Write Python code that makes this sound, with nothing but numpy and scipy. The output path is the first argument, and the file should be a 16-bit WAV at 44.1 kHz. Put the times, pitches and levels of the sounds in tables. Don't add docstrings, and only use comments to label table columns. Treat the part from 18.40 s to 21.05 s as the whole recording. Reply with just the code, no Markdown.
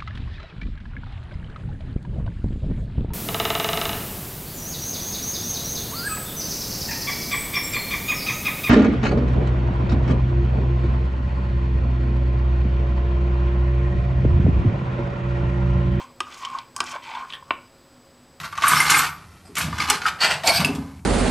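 import sys
import numpy as np
from scipy import signal
from scipy.fft import rfft, irfft
from scipy.io import wavfile

SR = 44100
rng = np.random.default_rng(int(sys.argv[2]) if len(sys.argv) > 2 else 0)


def file_out(sig):
    cols = np.atleast_2d(sig).T
    lim = np.clip(cols, -1, 1)
    pcm = np.round(lim * 32767).astype(np.int16)
    wavfile.write(sys.argv[1], SR, pcm)


N = 116865

# frequency in Hz, level in dB.
HUM_TONE = [(15, -52.5), (25, -8.5), (87, -0.5), (231, -21), (382, -14), (448, -21.5), (940, -19.5),
            (2190, -39), (8470, -33), (12600, -35), (14000, -77.5)]
# frequency in Hz, time to fall 60 dB in seconds.
ROOM_T60 = [(150, 0.17), (700, 0.48), (1500, 0.36), (4500, 0.28), (9000, 0.27), (13000, .25)]
# time in seconds, level in dB.
BOOM_LEVEL = [(0, -61), (.25, -48), (.33, -42), (.6, -47), (1.15, -51), (1.24, -31.5), (1.3, -31.5),
              (1.4, -35.5), (1.6, -46.5), (2.1, -52), (2.17, -36), (2.3, -31.5), (2.45, -37.5),
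              (2.65, -46.5)]
# frequency in Hz, level in dB.
BOOM_TONE = [(25, -48), (55, -20.5), (70, -4.5), (80, -1), (98, -6), (118, -10.5), (135, -11.5),
             (165, -3.5), (215, -12), (330, -25.5), (1000, -66.5)]
# start in seconds, level in dB before THUD_LIFT_DB,
# centre of the push in Hz.
THUDS = [(0, -31, 155), (.226, -29, 226), (0.315, -16.5, 155), (.456, -20, 170), (0.559, -26.5, 164),
         (0.808, -41, 130), (1.086, -34.5, 350), (1.17, -31.5, 260), (1.236, -15, 165), (1.262, -24.5, 180),
         (1.294, -19, 110), (1.374, -29, 132), (1.503, -24.5, 435), (1.652, -55, 106), (1.825, -27, 200),
         (1.912, -24, 139), (2.064, -32, 286), (2.143, -21, 101), (2.185, -12.5, 203), (2.24, -14, 238),
         (2.283, -11.5, 265), (2.347, -18, 270), (2.38, -22, 245), (2.431, -24, 217), (2.549, -44, 150)]
# frequency in Hz before COUNTER_PITCH, level in dB, time to fall 60 dB in seconds.
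COUNTER_MODES = [(78.9, 1, 0.98), (111.5, -15, 0.1), (151.85, 4, 0.65), (175.5, 2.5, 0.3),
                 (202.4, -12, 0.38), (244, -0.5, 0.21), (279.1, -2, 0.54), (300, -33, 0.12),
                 (409.6, -1.5, 0.37), (432.7, -2.5, 0.33)]
# time in seconds, level in dB.
BRUSH_LEVEL = [(1.2, -46), (1.25, -42.5), (1.36, -49.5), (1.45, -50.5), (2.15, -47), (2.22, -30.5),
               (2.3, -38.5), (2.38, -44), (2.46, -51), (2.6, -69.5)]
# frequency in Hz, level in dB.
BRUSH_TONE = [(100, -11), (400, -8), (700, -1.5), (1100, -5.5), (2000, -18), (5000, -24.5), (13000, -30)]
# time in seconds, level in dB.
FIRST_SHOVE_LEVEL = [(1.785, -48), (1.812, -25.5), (1.83, -22.5), (1.847, -14), (1.868, -22.5),
                     (1.892, -24.5), (1.916, -18.5), (1.945, -29), (2.0, -46)]
# frequency in Hz, level in dB.
FIRST_SHOVE_TONE = [(100, -50), (400, -3.5), (500, -12), (600, -1), (850, 4), (1200, -2.5), (1650, 5.5),
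                    (2300, -1), (2800, 3.5), (3900, -7.5), (4500, 0), (5500, -10.5), (6900, -15),
                    (8100, -9.5), (9800, -23), (13000, -25)]
# time in seconds, level in dB.
SECOND_SHOVE_LEVEL = [(2.028, -59), (2.04, -38), (2.064, -26), (2.078, -18.5), (2.11, -27), (2.148, -22),
                      (2.17, -20), (2.215, -28), (2.235, -40), (2.3, -44)]
# frequency in Hz, level in dB.
SECOND_SHOVE_TONE = [(100, -2.5), (500, -21), (760, 10.5), (1000, -16.5), (1300, -4.5), (1570, 8.5),
                     (1950, -12.5), (2250, 10), (2600, -3), (3800, 0), (4650, 3.5), (5500, -2), (7200, -16),
                     (8400, -1), (10000, -17), (13000, -8)]
# time in seconds, level in dB.
SLIDE_LEVEL = [(.24, -47), (.285, -26.5), (.34, -32), (.41, -32), (.47, -36.5), (.51, -36), (.59, -28),
               (.64, -39), (.7, -48)]
# frequency in Hz, level in dB.
SLIDE_TONE = [(2000, -31), (5000, -9.5), (7200, 0.5), (8000, 1), (9200, 1.5), (10300, -7), (12000, 1.5),
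              (13500, -26.5)]
# start in seconds, length in seconds, pitch in Hz, level in dB.
SQUEAKS = [(.355, .06, 5370, -32), (.52, .05, 8900, -32), (.577, .02, 7850, -24), (.572, .035, 12200, -31),
           (1.045, .045, 760, -56), (1.05, .04, 4950, -58), (1.05, .04, 8200, -59),
           (1.803, .028, 4380, -24), (1.815, .045, 4600, -26), (2.038, .035, 770, -28),
           (2.073, .055, 800, -24), (2.078, .04, 720, -26), (2.077, .027, 2240, -21),
           (2.093, .018, 8600, -28), (2.095, .014, 4420, -22), (2.158, .022, 4750, -21)]
# start in seconds, level in dB.
TINE_STROKES = [(0, -53), (.22, -47), (.283, -40), (.366, -39), (.5, -44)]
# start in seconds, level in dB, pitch in Hz, overtone ratio,
# overtone level in dB, time to fall 60 dB in seconds.
CLINKS = [(0.282, -11.5, 9160, 1.28, -3.5, 0.018), (.403, -7.5, 2083, 4.5, -9.5, 0.034),
          (.545, -9, 2120, 1.19, -4.5, 0.042), (1.170, -17.5, 2260, 1.6, -18, .08),
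          (1.208, -19.5, 2432, 1.04, 4, 0.048), (1.403, -15, 4790, .47, 2.5, 0.022),
          (2.075, -8, 4550, 1.6, -9, 0.027), (2.091, -14, 4700, 2.3, -8, 0.0085),
          (2.181, -19, 4620, 0.56, -3, 0.021), (2.247, -9, 2653, 1.86, -8.5, 0.021),
          (2.247, -29.5, 2540, 1.09, -7, 0.2), (1.669, -21.5, 4880, 0.48, -6, 0.036)]
# start in seconds, level in dB,
# treble tilt in dB per octave, chatter decay in seconds.
CLACKS = [(.222, -14.5, -7, 0.012), (.501, -5, 1, 0.017), (1.154, -24.5, -0.5, 0.0051),
          (1.168, -18.5, 0, 0.0096), (1.182, -11, 12.5, 0.012), (1.212, -17, 0.5, 0.027),
          (1.5, -7, 1.5, 0.0037), (1.824, -16, -12, 0.0025), (1.835, -11.5, -5, 0.0018),
          (2.073, -10.5, -1, .005), (2.248, -17.5, 6, 0.0045), (2.35, -30.5, -0.5, 0.011)]
# frequency in Hz, level in dB.
CLACK_TONE = [(100, -10), (300, -23.5), (450, -14), (560, -19.5), (800, -4.5), (1300, -3.5), (1900, 3.5),
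              (2600, 7), (4500, 1), (7200, 2.5), (10000, -3), (13500, -9.5)]
# time in seconds, level in dB.
RATTLE_LEVEL = [(0, -31.5), (.03, -45.5), (.05, -32), (.1, -49), (.21, -35), (.26, -27.5), (.33, -23),
                (.42, -22.5), (.48, -24), (.52, -21), (.59, -23.5), (.66, -29), (.72, -49), (.9, -55.5),
                (1.14, -58), (1.18, -24), (1.23, -32.5), (1.28, -40.5), (1.37, -40.5), (1.41, -26),
                (1.47, -32), (1.54, -26), (1.59, -43.5), (1.68, -26.5), (1.73, -60), (2.2, -34),
                (2.35, -50), (2.6, -57.5)]
# frequency in Hz, level in dB.
RATTLE_TONE = [(100, -12), (300, -9.5), (530, -17.5), (800, -4.5), (1200, 4.5), (1700, -1), (2300, -1),
               (3200, -8), (4700, -7), (6300, -13.5), (9000, -19.5), (13000, -23.5)]
# time in seconds, level in dB.
DRUM_LEVEL = [(.22, -55), (.24, -20), (.3, -27), (.34, -30), (.42, -30), (.48, -46), (.52, -21),
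              (.57, -28.5), (.63, -27), (.67, -40), (0.718, -44)]
# start in seconds, level in dB, pitch factor,
# click relative to the knock in dB.
KNOCKS = [(.001, -35.5, 1.05, 8), (0.033, -27.5, 1, -4.5), (0.063, -29, 1.05, -8), (0.126, -25, 1, -10),
          (0.177, -16.5, .95, -6.5), (0.235, -8.5, .97, -12), (.244, -14.5, .95, -8),
          (.268, -13, .97, -6.5), (0.275, -20, .97, 3), (0.295, -21, 1, 3), (0.314, -9.5, .97, -14),
          (0.332, -8, 1.05, -6), (.343, -15.5, 1.08, -7), (.366, -9.5, 1, -9), (0.401, -22, 1.05, -11),
          (.443, -16, 1, -26), (0.497, -11, 1, -2), (0.512, -10.5, 1.05, -14), (.553, -15, 1, -12),
          (0.561, -9.5, 1.04, -25), (0.571, -16, 1, 1), (0.592, -12.5, 1, 0), (0.614, -27.5, 1, 5.5),
          (0.628, -16.5, 1, -10), (0.634, -20.5, 1, -0.5), (0.645, -24, 1, 3.5), (.728, -34, 1.1, -10),
          (1.169, -20.5, 1, -3), (1.205, -17.5, 1.1, -6), (1.327, -22.5, .83, -14), (1.384, -26, 1.1, 4),
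          (1.423, -28.5, 1.1, 10), (1.456, -24.5, 1, -3), (1.488, -17.5, 1, -4), (1.503, -12.5, 1, 2.5),
          (1.618, -19.5, 1.2, -4.5), (1.653, -9, 1.09, -30), (1.660, -14.5, 1.11, -29),
          (1.665, -18.5, 1.08, -2.5), (1.672, -21, 1.08, -26), (1.677, -24, 1.06, -7),
          (1.683, -20, 1.08, 2), (2.036, -24.5, 0.59, 2), (2.203, -20.5, 0.91, 2.5),
          (2.212, -19.5, 0.96, -4)]
# frequency in Hz before the pitch factor, level in dB,
# time to fall 60 dB in seconds.
HOLDER_MODES = [(850, -18, .04), (1050, -6, .05), (1170, 0, .05), (1290, -1, .035), (1440, -2, .04),
                (1720, -11, .025), (2140, -9, .025), (2600, -17, .02)]

HUM_DB, CEILING, EDGE_HZ = -50, .88, 13400
ROOM_DB, NEAR_DB, NEAR_DECAY_S, WIDTH_DB = -7, -3.5, 0.0072, -10
BOOM_PER_S, RATTLE_PER_S, SLIPS_PER_S, DRUM_PER_S = 730, 900, 2500, 500
GRAIN_DB, SMEAR_S = -5.5, 0.00097
COUNTER_PITCH, THUD_LIFT_DB = 0.97, 2
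PUSH_OCTAVES, PUSH_SPAN, PUSH_DECAY_S, PUSH_DB = 0.58, 1.126, 0.042, -4.5
SQUEAK_WIDTH_HZ, SQUEAK_EDGE_S = 90, .003
TINE_HZ, TINE_T60_S, TINE_STOP_S, TINE_DAMP_S = 12920, .8, 0.76, .015
KNOCK_CHATTER_S, CLICK_CHATTER_S, CHATTER, BLOW_S = 0.0029, 0.0035, 0.37, 0.0015
KNOCK_SPREAD_DB, SOFT_TILT, DRUM_PITCH = 2, .2, 1.07


def amp(db):
    return 10 ** (np.asarray(db) / 20)


def evened(x):
    return x / np.sqrt(np.mean(x ** 2) + 1e-20)


def blow(x):
    return x * np.sqrt(BLOW_S * SR / (np.sum(x ** 2) + 1e-20))


def read(points, hz):
    f, value = np.transpose(points)
    return np.interp(np.log(hz + 1), np.log(f + 1), value)


def clock(size):
    return np.arange(size) / SR


def fader(level):
    s, db = np.transpose(level)
    return amp(np.interp(clock(N), s, db, left=-100, right=-100))


def add(mix, s, sound):
    part = mix[max(0, round(s * SR)):][:len(sound)]
    part += sound[:len(part)]


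def highpass(x, order, hz):
    return signal.sosfilt(signal.butter(order, hz, "high", fs=SR, output="sos"), x)


def colour(x, tone, tilt_db=0, size=4096):
    hz = np.fft.rfftfreq(size, 1 / SR)
    tilt = tilt_db * np.log2(np.maximum(hz, 1000) / 1000)
    cepstrum = irfft(np.log(amp(read(tone, hz) + tilt)))
    cepstrum[1:size // 2] *= 2
    cepstrum[size // 2 + 1:] = 0
    return signal.fftconvolve(x, irfft(np.exp(rfft(cepstrum))))[:len(x)]


def random_taps(shape, per_s):
    return rng.choice([-1., 1.], shape) * (rng.random(shape) < per_s / SR)


def contact(decay_s, size=4096):
    x = CHATTER * rng.standard_normal(size) * np.exp(-clock(size) / decay_s)
    x[0] = 1
    return x


def ring(modes, pitch, size):
    t, out = clock(size), np.zeros(size)
    for k, (hz, db, t60) in enumerate(modes):
        out += (-1) ** k * amp(db - 60 * t / t60) * np.sin(2 * np.pi * hz * pitch * t)
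    return out


def rubbing(level, tone, per_s):
    sizes = amp(GRAIN_DB * np.minimum(rng.exponential(1, N), 3))
    touches = random_taps(N, per_s) * sizes
    grit = np.sqrt(signal.lfilter([1], [1, -np.exp(-1 / (SMEAR_S * SR))], touches ** 2))
    grains = evened(grit * rng.standard_normal(N))
    return colour(grains * fader(level), tone) / np.std(colour(grains, tone))


def room_hum():
    return amp(HUM_DB) * evened(colour(rng.standard_normal(N), HUM_TONE))


def kitchen(x):
    t = clock(SR)
    taps = random_taps((2, SR), 3000) * (t > .0015)
    near = taps[0] * np.exp(-t / NEAR_DECAY_S)
    hz, at, bands = signal.stft(taps[1] * np.minimum(t / 0.0042, 1), SR, nperseg=256)
    decay = amp(-60 * at / read(ROOM_T60, hz)[:, None])
    tail = signal.istft(bands * decay, SR, nperseg=256)[1][:SR]
    near = amp(NEAR_DB) * near / np.linalg.norm(near)
    tail = amp(ROOM_DB) * tail / np.linalg.norm(tail)
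    return signal.fftconvolve(x, near + tail)[:N]


def counter_boom():
    return rubbing(BOOM_LEVEL, BOOM_TONE, BOOM_PER_S)


def thuds():
    out, t = np.zeros(N), clock(SR)
    for s, db, hz in THUDS:
        modes = [(f, d - 6 * (np.log2(f / hz) / PUSH_OCTAVES) ** 2, t60) for f, d, t60 in COUNTER_MODES]
        body = blow(ring(modes, COUNTER_PITCH, size=SR))
        band = signal.butter(2, [hz / PUSH_SPAN, hz * PUSH_SPAN], "band", fs=SR, output="sos")
        push = signal.sosfilt(band, rng.standard_normal(SR) * np.exp(-t / PUSH_DECAY_S))
        add(out, s, amp(db + THUD_LIFT_DB) * (body + amp(PUSH_DB) * blow(push)))
    return out


def paw_brush():
    return rubbing(BRUSH_LEVEL, BRUSH_TONE, SLIPS_PER_S)


def shoves():
    first = rubbing(FIRST_SHOVE_LEVEL, FIRST_SHOVE_TONE, SLIPS_PER_S)
    return first + rubbing(SECOND_SHOVE_LEVEL, SECOND_SHOVE_TONE, SLIPS_PER_S)


def metal_slide():
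    return rubbing(SLIDE_LEVEL, SLIDE_TONE, SLIPS_PER_S)


def squeaks():
    out, t = np.zeros(N), clock(8192)
    pole = np.exp(-np.pi * SQUEAK_WIDTH_HZ / SR)
    for s, length, hz, db in SQUEAKS:
        noise = rng.standard_normal(len(t)) + 1j * rng.standard_normal(len(t))
        wander = signal.lfilter([1], [1, -pole], noise)
        steadier = wander / np.sqrt(abs(wander))
        tone = evened((steadier * np.exp(2j * np.pi * hz * t)).real)
        fade = np.clip(np.minimum(t, length - t) / SQUEAK_EDGE_S, 0, 1)
        add(out, s, amp(db) * tone * fade)
    return out


def fork_tine():
    out = np.zeros(N)
    for s, db in TINE_STROKES:
        add(out, s, ring([(TINE_HZ, db, TINE_T60_S)], 1 + .0004 * rng.standard_normal(), size=SR))
    return out * np.exp(-np.maximum(clock(N) - TINE_STOP_S, 0) / TINE_DAMP_S)


def clinks():
    out = np.zeros(N)
    for s, db, hz, ratio, over_db, t60 in CLINKS:
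        partials = [(hz, 0, t60), (hz * ratio, over_db, t60)]
        add(out, s, amp(db) * blow(ring(partials, 1, size=8192)))
    return out


def clacks():
    out = np.zeros(N)
    for s, db, tilt_db, decay_s in CLACKS:
        add(out, s, amp(db) * blow(colour(contact(decay_s), CLACK_TONE, tilt_db)))
    return out


def rattle():
    return rubbing(RATTLE_LEVEL, RATTLE_TONE, RATTLE_PER_S)


def drumming():
    taps = evened(random_taps(N, DRUM_PER_S)) * fader(DRUM_LEVEL)
    body = ring(HOLDER_MODES, DRUM_PITCH, size=4096)
    return signal.fftconvolve(taps, body / np.linalg.norm(body))[:N]


def knocks():
    out = np.zeros(N)
    centre_hz = HOLDER_MODES[3][0]
    for s, db, pitch, click_db in KNOCKS:
        spot = KNOCK_SPREAD_DB * rng.standard_normal(len(HOLDER_MODES))
        modes = []
        for (hz, mode_db, t60), spot_db in zip(HOLDER_MODES, spot):
            tilt_db = SOFT_TILT * click_db * abs(np.log2(hz / centre_hz))
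            modes.append((hz, mode_db + spot_db + tilt_db, t60))
        body = signal.fftconvolve(contact(KNOCK_CHATTER_S), ring(modes, pitch, size=4096))
        click = colour(contact(CLICK_CHATTER_S), CLACK_TONE, tilt_db=-6.0)
        add(out, s, amp(db) * blow(body))
        add(out, s, amp(db + click_db) * blow(click))
    return out


def scene():
    counter = thuds() + counter_boom()
    scrapes = paw_brush() + shoves() + metal_slide() + squeaks()
    strikes = fork_tine() + clinks() + clacks() + rattle() + drumming() + knocks()
    rack = scrapes + strikes
    turn = 2 * np.pi * clock(N)
    wet = kitchen(rack * np.cos(turn)) + kitchen(rack * np.sin(turn))
    mid = room_hum() + counter + wet + rack
    side = amp(WIDTH_DB) * highpass(kitchen(rack), 12, 4200)
    return np.array([mid + side, mid - side])


def record(dry):
    x = highpass(dry, 3, 55)
    x = x / (1 + (x / CEILING) ** 6) ** (1 / 6)
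    lowpass = signal.firwin(201, EDGE_HZ, window=("kaiser", 10), fs=SR)
    return signal.oaconvolve(x, lowpass[None], "same")


dry = scene()
out = record(dry)
file_out(out)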